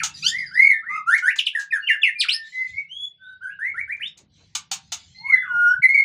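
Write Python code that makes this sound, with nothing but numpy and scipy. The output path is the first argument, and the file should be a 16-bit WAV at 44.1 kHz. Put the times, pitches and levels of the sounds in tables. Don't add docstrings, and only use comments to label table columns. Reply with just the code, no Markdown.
import sys
import numpy as np
from scipy import signal
from scipy.fft import irfft, next_fast_len
from scipy.io import wavfile
from scipy.ndimage import uniform_filter1d, minimum_filter1d

SR = 44100
rng = np.random.default_rng(int(sys.argv[2]) if len(sys.argv) > 2 else 0)


def master_out(mix):
    frames = np.transpose(np.atleast_2d(mix))
    ceiling = np.clip(frames, -1, 1)
    pcm = np.round(ceiling * 32767).astype(np.int16)
    wavfile.write(sys.argv[1], SR, pcm)


def invert_db(level):
    return 10 ** (np.asarray(level, dtype=float) / 20)


N = 266364

# (start [s], length [s], level [dB])
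RUSTLES = [
    (-.05, 0.13, -45),
    (0.097, 0.56, -43.5),
    (2.395, 0.59, -50),
    (2.655, 0.23, -54),
    (4.266, 0.76, -59.5),
    (4.734, 0.64, -59.5),
    (4.928, 0.56, -54),
]
# (frequency [Hz], level [dB])
RUSTLE_COLOUR = [(1350, -32.5), (2300, -9), (2800, -15.5), (3900, -3.5), (5000, -12), (6300, -10.5),
                 (8200, -24), (11500, -38.5)]
# (time [s], level [dB], width [s])
PUFFS = [
    (3.728, -63, 0.046),
    (4.0, -65.5, 0.044),
    (4.209, -64.5, 0.052),
    (4.42, -64.5, 0.03),
    (5.671, -59.5, 0.03),
]
# (frequency [Hz], level [dB])
PUFF_COLOUR = [(150, -15), (300, -2.5), (1100, -16.5), (2000, -19), (8000, -60)]

# (time [s], level [dB])
HUM = [(0, -52), (0.45, -54), (0.58, -63), (0.72, -77.5), (0.9, -61.5), (1.2, -70), (1.5, -81), (1.75, -72),
       (1.95, -77), (2.2, -75), (2.5, -75.5), (2.68, -66), (3.17, -76), (3.8, -66), (4.25, -63.5),
       (5.1, -61), (5.79, -63.5), (6.04, -81)]
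# (time [s], level [dB], width [s])
GUSTS = [(.28, -64, 0.42), (2.3, -78.5, 0.29), (2.74, -56.5, 0.035), (3.02, -65, 0.057), (3.33, -69, 0.12),
         (3.78, -59.5, 0.16), (4.45, -62.5, 0.19), (4.92, -54.5, 0.05), (5.15, -64, 0.19),
         (5.57, -61, 0.14), (5.75, -57.5, 0.085)]
# (frequency [Hz], level [dB])
DEEP_COLOUR = [(20, -46), (45, -27.5), (80, 16), (110, -9), (160, -39), (400, -81.5)]
# (frequency [Hz], level [dB])
UPPER_COLOUR = [(80, -41.5), (115, -12), (150, 1.5), (220, -11), (330, -25), (600, -35), (4000, -39.5),
                (11000, -81)]
# (frequency [Hz], level [dB])
AIR_COLOUR = [(180, -29.5), (300, -8), (1000, -17.5), (2500, -13.5), (4500, -13), (8000, -35),
              (12000, -55.5)]
# (time [s], level [dB], frequency [Hz], width [s])
PHONE_KNOCKS = [
    (5.799, -36.5, 140.4, 0.0069),
]

PURE_DB = [2, 2, 4, 3.5, -5.5, -14.5]
HARSH_DB = [-7, -10, -20.5, -28.5, -41, -33.5]
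VOICES = {"scoop": (-34.5, -41), "whip": (-35.5, -42), "settle": (-52, -59), "climb": (-44, -49),
          "dart": (-19.5, -38), "hook": (-37.5, -45.5), "shelf": (-31.5, -37), "leap": (-47, -52.5),
          "swell": (-41, -62.5), "hold": (-41, -50.5), "pipe": (-28.5, -46), "reed": (-19, -39.5),
          "pip": (-34.5, -49.5), "chirp": (-32, -59.5), "call": (-40.5, -53), "squeeze": (16.5, 23.4),
          "arch": (-39.5, -50.5), "sweep": (-15.5, -38), "whistle": (-38.5, -54)}
WOBBLES = {"arch": .011, "reed": .008, "settle": .008, "hook": .008, "swell": .003, "hold": .005, "dart":
           .003, "scoop": .005, "whip": .005, "pipe": .0015, "whistle": .0015, "pip": .003, "climb": .006,
           "leap": .006, "chirp": .008, "call": .006}
# (frequency [Hz], level [dB])
PARTIAL_COLOUR = [(2500, -12), (6500, 7.5), (8000, -4.5), (9700, 14.5), (12500, -10), (14800, 2)]
SHAPES = {"whip": (2.5, 0.91, .75, -15, -17), "settle": (1.4, 5.5, 5.5, -24.5, -8.5),
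          "climb": (1.71, 2.5, 3, -18, -20), "hook": (1.07, 3, 0, -26, -11.5), "shelf": (12, 0, 4, -24, -2),
          "leap": (0.77, 1.25, 0.9, -8.5, -16.5), "swell": (2, 2.5, 0.5, -29, -36.5),
          "hold": (3.5, 7.5, -0.63, -34.5, -3), "chirp": (0.84, 1.55, .5, -19, -27),
          "call": (1.93, 8.5, .5, -10, -13)}

# (start [s], length [s], from [Hz], to [Hz], peak [dB])
HOOKS = [
    (0, 0.042, 2044, 1274, -27.5),
    (0, 0.0095, 3120, 2080, -18.5),
    (1.548, 0.058, 1967, 1630, -17.5),
]
# (time [s], pitch [Hz], level [dB])
SQUEEZE = [(0.222, 1143, -67), (0.243, 1377, -46), (0.266, 1534, -38), (0.284, 1703, -43),
           (0.296, 1860, -47.5), (0.319, 1723, -63)]
# (time [s], pitch [Hz], level [dB])
SMALL_ARCH = [(0.3, 1750, -45.5), (0.34, 1916, -28.5), (0.38, 2183, -26), (0.407, 2083, -26),
              (0.432, 1891, -34), (0.468, 1620, -50), (0.501, 1483, -53)]
# (time [s], pitch [Hz], level [dB])
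BIG_ARCH = [(0.509, 1440, -47), (0.542, 1630, -30), (0.57, 1927, -22.5), (0.601, 2126, -9.5),
            (0.652, 2211, -10.5), (0.679, 2217, -14.5), (0.71, 2073, -10.5), (0.742, 1814, -30.5),
            (0.8, 1788, -37)]
# (start [s], length [s], from [Hz], to [Hz], peak [dB])
SETTLES = [
    (.822, 0.15, 1224, 2110, -27),
]
# (time [s], pitch [Hz], level [dB])
REED = [(.882, 1015, -62.5), (.897, 1187, -42), (.908, 1188, -32.5), (.936, 1242, -31), (.948, 1255, -36.5),
        (.964, 1292, -26.5), (.984, 1260, -29.5), (.998, 1120, -38.5)]
# (time [s], pitch [Hz], level [dB])
SCOOP = [(1.059, 1225, -44), (1.075, 1340, -25), (1.095, 1424, -17), (1.12, 1667, -16), (1.139, 1833, -15),
         (1.153, 2177, -16), (1.164, 2250, -23)]
# (start [s], length [s], from [Hz], to [Hz], peak [dB])
WHIPS = [
    (1.222, 0.092, 1462, 2785, -15.5),
]
# (start [s], peak [dB])
DARTS = [
    (1.372, -14),
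    (1.45, -16),
]
# (time after start [s], pitch [Hz], level under peak [dB])
DART = [(0, 5550, -42), (.008, 4950, -28), (.013, 4250, -19), (.017, 3600, -7), (.02, 3150, 0),
        (.0235, 2720, -2), (.027, 2350, -14), (.031, 1950, -36)]
# (start [s], length [s], from [Hz], to [Hz], peak [dB])
SHELVES = [
    (1.53, 0.014, 1690, 2050, -41),
]
# (time [s], pitch [Hz], level [dB])
STEPS = [
    [(1.704, 2480, -54.5), (1.712, 2500, -32.5), (1.72, 2374, -34), (1.725, 1890, -21.5),
     (1.738, 1730, -18.5), (1.76, 1630, -16.5), (1.782, 1396, -37.5)],
    [(1.866, 2960, -42.5), (1.876, 3070, -25.5), (1.882, 2910, -28), (1.886, 2470, -24.5),
     (1.895, 2125, -16), (1.91, 1766, -18), (1.93, 1756, -17.5), (1.955, 1500, -39.5)],
    [(2.014, 3385, -40), (2.024, 3500, -30.5), (2.03, 3250, -25.5), (2.035, 2724, -9.5), (2.045, 2370, -21),
     (2.06, 2166, -15), (2.08, 2013, -23.5), (2.097, 1795, -29)],
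]
# (start [s], length [s], from [Hz], to [Hz], peak [dB])
SWELLS = [
    (1.82, 0.05, 2840, 2830, -36),
]
# (start [s], length [s], from [Hz], to [Hz], peak [dB])
HOLDS = [
    (2.15, 0.085, 2383, 2440, -37.5),
    (2.33, 0.15, 1812, 1787, -42.5),
]
# (time [s], pitch [Hz], level [dB])
PLUNGE = [(2.184, 3940, -32.5), (2.19, 5060, -43.5), (2.199, 5110, -21.5), (2.206, 4486, -14.5),
          (2.215, 3260, -19), (2.221, 2664, -23), (2.232, 2082, -31), (2.25, 1450, -34),
          (2.265, 1036, -53.5)]
# (time [s], pitch [Hz], level [dB])
SOAR = [(2.283, 1980, -20), (2.289, 2560, -19), (2.294, 2910, -16.5), (2.299, 3730, -24),
        (2.311, 4100, -33.5), (2.322, 4140, -21), (2.334, 4950, -21), (2.351, 5320, -25.5),
        (2.367, 5390, -45)]
# (time [s], pitch [Hz], level [dB])
COO = [(2.52, 1997, -44), (2.532, 2040, -45), (2.558, 2029, -31.5), (2.62, 2060, -24.5), (2.64, 1996, -36),
       (2.65, 2033, -25.5), (2.67, 2065, -46)]
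# (time [s], pitch [Hz], level [dB])
LILT = [(2.725, 2260, -64), (2.739, 2140, -34.5), (2.759, 2110, -30.5), (2.779, 2247, -23),
        (2.809, 2220, -38.5), (2.825, 2147, -40)]
# (time [s], pitch [Hz], level [dB])
PIPE = [(2.884, 2760, -61.5), (2.92, 3090, -39.5), (2.951, 3270, -37), (2.98, 3350, -36.5),
        (3.021, 3378, -32.5), (3.056, 3404, -25), (3.074, 3400, -39)]
# (time [s], pitch [Hz], level [dB])
MURMUR = [(3.179, 1514, -78), (3.22, 1541, -46.5), (3.254, 1500, -46), (3.331, 1530, -40.5),
          (3.348, 1490, -54), (3.365, 1536, -70)]
# (time [s], pitch [Hz], level [dB])
WAVER = [(3.406, 1370, -55.5), (3.419, 1467, -41), (3.439, 1602, -31), (3.462, 1478, -29),
         (3.475, 1590, -27.5), (3.505, 1683, -38), (3.523, 1640, -44.5), (3.535, 1520, -55)]
# (start [s], length [s], from [Hz], to [Hz], peak [dB])
LEAPS = [
    (3.588, 0.12, 1458, 2258, -25),
]
# (start [s], length [s], from [Hz], to [Hz], peak [dB])
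CLIMBS = [
    (3.74, 0.083, 1338, 2290, -26.5),
    (3.875, 0.065, 1510, 2406, -27.5),
]
# (time [s], pitch [Hz], level [dB])
VAULT = [(3.996, 1510, -43.5), (4.006, 1720, -36), (4.018, 2304, -29.5), (4.03, 2850, -32),
         (4.05, 3230, -36), (4.072, 3785, -33), (4.081, 3670, -48)]
# (time [s], pitch [Hz], level [dB])
CREST = [(5.146, 2060, -55), (5.191, 2061, -54), (5.231, 2137, -42), (5.266, 2183, -23), (5.291, 2197, -13),
         (5.318, 2106, -23), (5.344, 2029, -6), (5.373, 1980, -38)]
# (time [s], pitch [Hz], level [dB])
LONG_WHISTLE = [(5.476, 1500, -32), (5.519, 1438, -26.5), (5.555, 1420, -20.5), (5.619, 1434, -16),
                (5.673, 1425, -13.5), (5.695, 1449, -15), (5.736, 1512, -20), (5.75, 1664, -32)]
# (time [s], pitch [Hz], level [dB])
BURST = [
    [(5.816, 1794, -55.5), (5.824, 2190, -19.5), (5.833, 2285, -14.5), (5.84, 2026, -10.5),
     (5.861, 2064, -10), (5.868, 2000, -30)],
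    [(5.884, 2148, -28), (5.892, 2132, -9), (5.9, 2165, -15.5), (5.922, 2090, -29), (5.93, 2120, -30)],
    [(5.938, 2327, -35), (5.948, 2253, -10.5), (5.962, 2208, -13.5), (5.968, 2150, -11),
     (5.972, 2100, -34.5)],
    [(5.977, 2091, -27.5), (5.989, 2164, -7.5), (6.001, 2231, -17.5), (6.014, 2192, -22), (6.02, 2105, -33)],
    [(6.026, 2180, -34), (6.036, 2205, -19.5), (6.04, 2263, -20.5)],
]

# (time [s], peak [dB], perch knock [dB], length [s], knock frequency [Hz])
SNAPS = [
    (0.0319, -27.5, 4, 0.027, 855),
    (1.176, -43, 3, 0.019, 1170),
    (1.357, -41, -3, 0.013, 1170),
    (1.59, -44, -5, 0.034, 1230),
    (3.967, -62, -20, 0.0045, 1200),
    (4.072, -55.5, -20, 0.008, 1200),
    (4.172, -56, -7, 0.025, 975),
    (4.5498, -25, 7.5, 0.012, 1172),
    (4.7125, -28, 3.5, 0.025, 791),
    (4.919, -30.5, 4.5, 0.02, 721),
]
# (frequency [Hz], level [dB])
SNAP_COLOUR = [(350, -52), (600, -45.5), (900, -18.5), (1900, -23), (2300, -18), (4650, -13), (5200, -14.5),
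               (6540, -3.5), (9600, -23), (11000, -36.5), (13300, -36.5), (14900, -23), (16000, -61.5)]

# (start [s], length [s], from [Hz], to [Hz], peak [dB])
CHIRPS = [
    (.138, 0.029, 5230, 4580, -36.5),
    (.22, 0.02, 5150, 4300, -32.5),
    (.382, 0.019, 5250, 4650, -32.5),
    (.458, 0.034, 5240, 4600, -35.5),
    (.535, 0.035, 5360, 4620, -35.5),
    (.618, .03, 5260, 4520, -39.5),
    (5.66, 0.092, 6040, 5330, -47.5),
]
# (start [s], length [s], from [Hz], to
# [Hz], peak [dB])
FAR_CALLS = [(1.86, 0.083, 2722, 2795, -30.5), (3.2, 0.15, 3414, 3786, -56.5),
             (3.48, 0.088, 1936, 2920, -56), (3.65, 0.035, 2670, 2240, -46.5),
             (4.075, 0.015, 5700, 5200, -53), (1.8, 0.046, 4200, 4485, -59), (.09, 0.029, 2630, 2700, -49),
             (2.27, 0.012, 1450, 1460, -38.5), (2.528, 0.011, 2220, 2200, -46),
             (2.64, .03, 2650, 2440, -59.5), (2.78, 0.032, 2726, 2575, -55), (5.27, 0.013, 3130, 2395, -52),
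             (5.45, 0.033, 3140, 2430, -59.5), (5.818, 0.011, 3060, 2685, -50.5),
             (5.885, 0.011, 3480, 3240, -61.5), (5.145, 0.1, 4100, 4290, -47),
             (5.34, 0.13, 3535, 3430, -53.5)]
# (time [s], pitch [Hz], level [dB])
FAR_GLIDE = [(5.17, 761, -73.5), (5.242, 950, -46), (5.289, 1100, -48.5), (5.38, 1927, -31),
             (5.409, 2156, -43), (5.431, 1530, -32.5), (5.472, 1159, -46.5), (5.568, 823, -51.5),
             (5.681, 872, -77)]

# (frequency [Hz], level [dB])
DIRECT_COLOUR = [(1800, 0), (3200, 3), (5500, -3), (10000, -5)]
# (delay [s], level [dB], sign [+1 or -1])
ECHOES = [(.00184, -6, -1), (.0047, -13, -1), (.0066, -11, 1), (.0094, -12, -1), (.0145, -11, 1)]
# (frequency [Hz], time to fall 60 dB [s])
WALLS = [(600, 0.23), (1600, 0.22), (3000, 0.21), (6000, 0.13), (12000, 0.1)]
# (frequency [Hz], level [dB])
GATE = [(100, -104), (1000, -92.5), (5000, -92.5), (14000, -92.5)]


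def evened(x):
    return x / np.sqrt(np.mean(x ** 2) + 1e-20)


def read(points, hz):
    f, value = np.transpose(points)
    return np.interp(np.log(hz + 1), np.log(f + 1), value)


def add(mix, s, sound):
    part = mix[max(round(s * SR), 0):][:len(sound)]
    part += sound[:len(part)]


def coloured(x, colour):
    gain = invert_db(read(colour, np.fft.rfftfreq(512, 1 / SR)))
    return signal.oaconvolve(x, np.fft.fftshift(irfft(gain)) * np.hanning(512), "same")


def noise(colour, patchy_db, size=512):
    frames, hz = 4 * N // size + 5, np.fft.rfftfreq(size, 1 / SR)
    real, imaginary, patches = rng.standard_normal((frames, len(hz), 3)).T
    patches = uniform_filter1d(patches, size=6, axis=0)
    patches = evened(uniform_filter1d(patches, size=12, axis=1))
    z = (real + 1j * imaginary) * invert_db(read(colour, hz)[:, None] + patchy_db * patches)
    return evened(signal.istft(z, nperseg=size, noverlap=3 * size // 4)[1][:N])


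def drift(count, size):
    white = rng.standard_normal(N // 10)[:count]
    return evened(uniform_filter1d(uniform_filter1d(white, size=size), size=size))


def level(rows):
    s, db = np.transpose(rows)
    return invert_db(np.interp(np.arange(N) / SR, s, db, left=-150, right=-150))


def swells(rows):
    t = np.arange(N) / SR
    return sum(invert_db(db) * np.exp(-((t - s) / width) ** 2) for s, db, width in rows)


def rustle():
    t, effort = np.arange(N) / SR, np.zeros(N)
    for s, length, db in RUSTLES:
        rise = (t - s) / (0.14 * length)
        fall = (s + length - t) / (0.89 * length)
        effort += invert_db(db) * np.clip(np.minimum(rise, fall), 0, 1) ** 2
    brushing = effort * noise(RUSTLE_COLOUR, 5.5, size=1024)
    return brushing + swells(PUFFS) * noise(PUFF_COLOUR, 2.5)


def hum():
    deep_gain = invert_db(-14.5) * level(HUM) + swells(GUSTS)
    low = deep_gain * noise(DEEP_COLOUR, 1.5, size=2048)
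    low += level(HUM) * noise(UPPER_COLOUR, 3.2, size=2048)
    for s, db, hz, width in PHONE_KNOCKS:
        t = np.arange(-2000, 2000) / SR
        add(low, s + t[0], invert_db(db) * np.cos(2 * np.pi * hz * t) * np.exp(-(t / width) ** 2))
    return low + invert_db(-75) * noise(AIR_COLOUR, 3.5, size=1024)


def shaped(row, kind):
    start, length, from_hz, to_hz, peak_db = row
    lazy, ease, peak, start_db, end_db = SHAPES[kind]
    u, peak = np.linspace(0, 1, num=24), np.clip(peak, .1, .9)
    hz = from_hz * (to_hz / from_hz) ** (1 - (1 - u ** lazy) ** ease)
    before = np.maximum(1 - u / peak, 0)
    after = np.maximum((u - peak) / (1 - peak), 0)
    db = peak_db + start_db * before ** 2.5 + end_db * after ** 0.84
    return np.transpose([start + length * u, hz, db])


def whistle(rows, second_db, upper_db, wobble, fade_s):
    s, *columns = np.transpose(rows)
    t = np.arange(s[0], s[-1] + fade_s, 1 / SR)
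    hz, db = (uniform_filter1d(np.interp(t, s, c), size=70, mode="nearest") for c in columns)
    hz = hz * (1 + 1.5 * wobble * drift(count=len(t), size=130))
    db = db + 220 * wobble * np.minimum(drift(count=len(t), size=260), 1)
    phase = 2 * np.pi * np.cumsum(hz) / SR
    harsh = second_db > 0
    softer_db = np.maximum(db - db.max(), -25) * (1 - harsh)
    flicker_db = 300 * wobble + 4.5
    octave_db = second_db - .3 * softer_db
    octave_db = octave_db + flicker_db * np.minimum(drift(count=len(t), size=140), 1)
    tone = np.sin(phase) + invert_db(octave_db) * np.sin(2 * phase)
    for k, step_db in enumerate(HARSH_DB if harsh else PURE_DB, start=3):
        partial_db = upper_db + step_db + (1 - harsh) * read(PARTIAL_COLOUR, k * hz) + 0.024 * softer_db
        partial_db += flicker_db * np.minimum(drift(count=len(t), size=120), 1)
        tone += (k * hz < 15500) * invert_db(partial_db) * np.sin(k * phase)
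    fade = np.clip(np.minimum(t - t[0], t[-1] - t) / fade_s, 0, 1)
    return s[0], np.sqrt(2) * invert_db(db) * tone * np.sin(np.pi / 2 * fade) ** 2


def birds(ruled, free, fade_s):
    out = np.zeros(N)
    notes = [(kind, shaped(row, kind)) for kind, rows in ruled.items() for row in rows]
    for kind, points in notes + free:
        add(out, *whistle(points, *VOICES[kind], WOBBLES.get(kind, .004), fade_s))
    return out


def near_song():
    ruled = {"hook": HOOKS, "settle": SETTLES, "whip": WHIPS, "shelf": SHELVES, "swell": SWELLS,
             "hold": HOLDS, "leap": LEAPS, "climb": CLIMBS}
    free = [("squeeze", SQUEEZE), ("arch", SMALL_ARCH), ("arch", BIG_ARCH), ("reed", REED), ("scoop", SCOOP),
            ("sweep", PLUNGE), ("sweep", SOAR), ("swell", COO), ("swell", LILT), ("pipe", PIPE),
            ("hold", MURMUR), ("hold", WAVER), ("hook", VAULT), ("whistle", CREST), ("whistle", LONG_WHISTLE)]
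    free += [("dart", np.add(DART, [s, 0, db])) for s, db in DARTS]
    free += [("hook", step) for step in STEPS]
    free += [("pip", pulse) for pulse in BURST]
    return birds(ruled, free, fade_s=0.004)


def snaps():
    drive, knock, t = np.zeros(N), np.zeros(N), np.arange(3000) / SR
    for s, db, knock_db, length, knock_hz in SNAPS:
        white, size = rng.standard_normal((3000, 2)).T
        shape = np.minimum(t / .003, 1) * np.exp(-(t / length) ** 2)
        clicks_db = 4.6 * uniform_filter1d(size, size=20) * np.sqrt(20)
        add(drive, s, invert_db(db + 21.5) * white * invert_db(clicks_db) * shape)
        ring = np.sin(2 * np.pi * knock_hz * t) * shape * (1 + 0.5 * drift(count=3000, size=110))
        add(knock, s, invert_db(db + knock_db - 14.5) * ring)
    return coloured(drive, SNAP_COLOUR) + knock


def far_birds():
    return birds({"chirp": CHIRPS, "call": FAR_CALLS}, [("call", FAR_GLIDE)], fade_s=0.0036)


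def echoes(x):
    out = x.copy()
    for delay, db, sign in ECHOES:
        add(out, delay, sign * invert_db(db) * x)
    return out


def aviary(x, first_s):
    taps = np.zeros(SR // 2)
    at = np.arange(0, SR // 2 - 20, 20) + rng.integers(0, 20, (SR // 2 - 1) // 20)
    taps[at] = rng.choice([-1., 1.], len(at))
    hz, t, z = signal.stft(taps, SR, nperseg=256)
    tail = signal.istft(z * invert_db(-60 * t / read(WALLS, hz)[:, None]), SR, nperseg=256)[1]
    tail *= np.clip(np.arange(len(tail)) / SR / first_s - 1, 0, 1)
    return signal.fftconvolve(x, tail / np.linalg.norm(tail))[:N]


def scene():
    near = near_song() + snaps()
    far = far_birds()
    near_in_room = echoes(coloured(near, DIRECT_COLOUR)) + invert_db(-6.5) * aviary(near, first_s=0.0054)
    far_in_room = far + invert_db(-1.5) * aviary(far, first_s=0.006)
    return (invert_db(-1.0) * near_in_room + invert_db(-0.5) * far_in_room + rustle() + hum())[None]


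def roll_off(x):
    return signal.sosfilt(signal.butter(12, 16760, fs=SR, output="sos"), x)


def record(dry):
    hz, t, z = signal.stft(dry, SR, nperseg=512, noverlap=384)
    power = uniform_filter1d(uniform_filter1d(abs(z) ** 2, size=5, axis=1), size=3, axis=2)
    under_db = np.clip(10 * np.log10(power + 1e-20) - read(GATE, hz)[:, None], -20, 0)
    gated = signal.istft(z * invert_db(1.4 * under_db), SR, nperseg=512, noverlap=384)[1][:, :N]
    ceiling = 0.72
    over = np.maximum(abs(signal.hilbert(gated, next_fast_len(N))[:, :N]) / ceiling, 1)
    limited = gated * uniform_filter1d(minimum_filter1d(1 / over, size=89), size=89)
    edge = signal.firwin(511, 15900, window=("kaiser", 9), fs=SR)
    return roll_off(signal.oaconvolve(limited, edge[None], "same"))


dry = scene()
out = record(dry)
master_out(out)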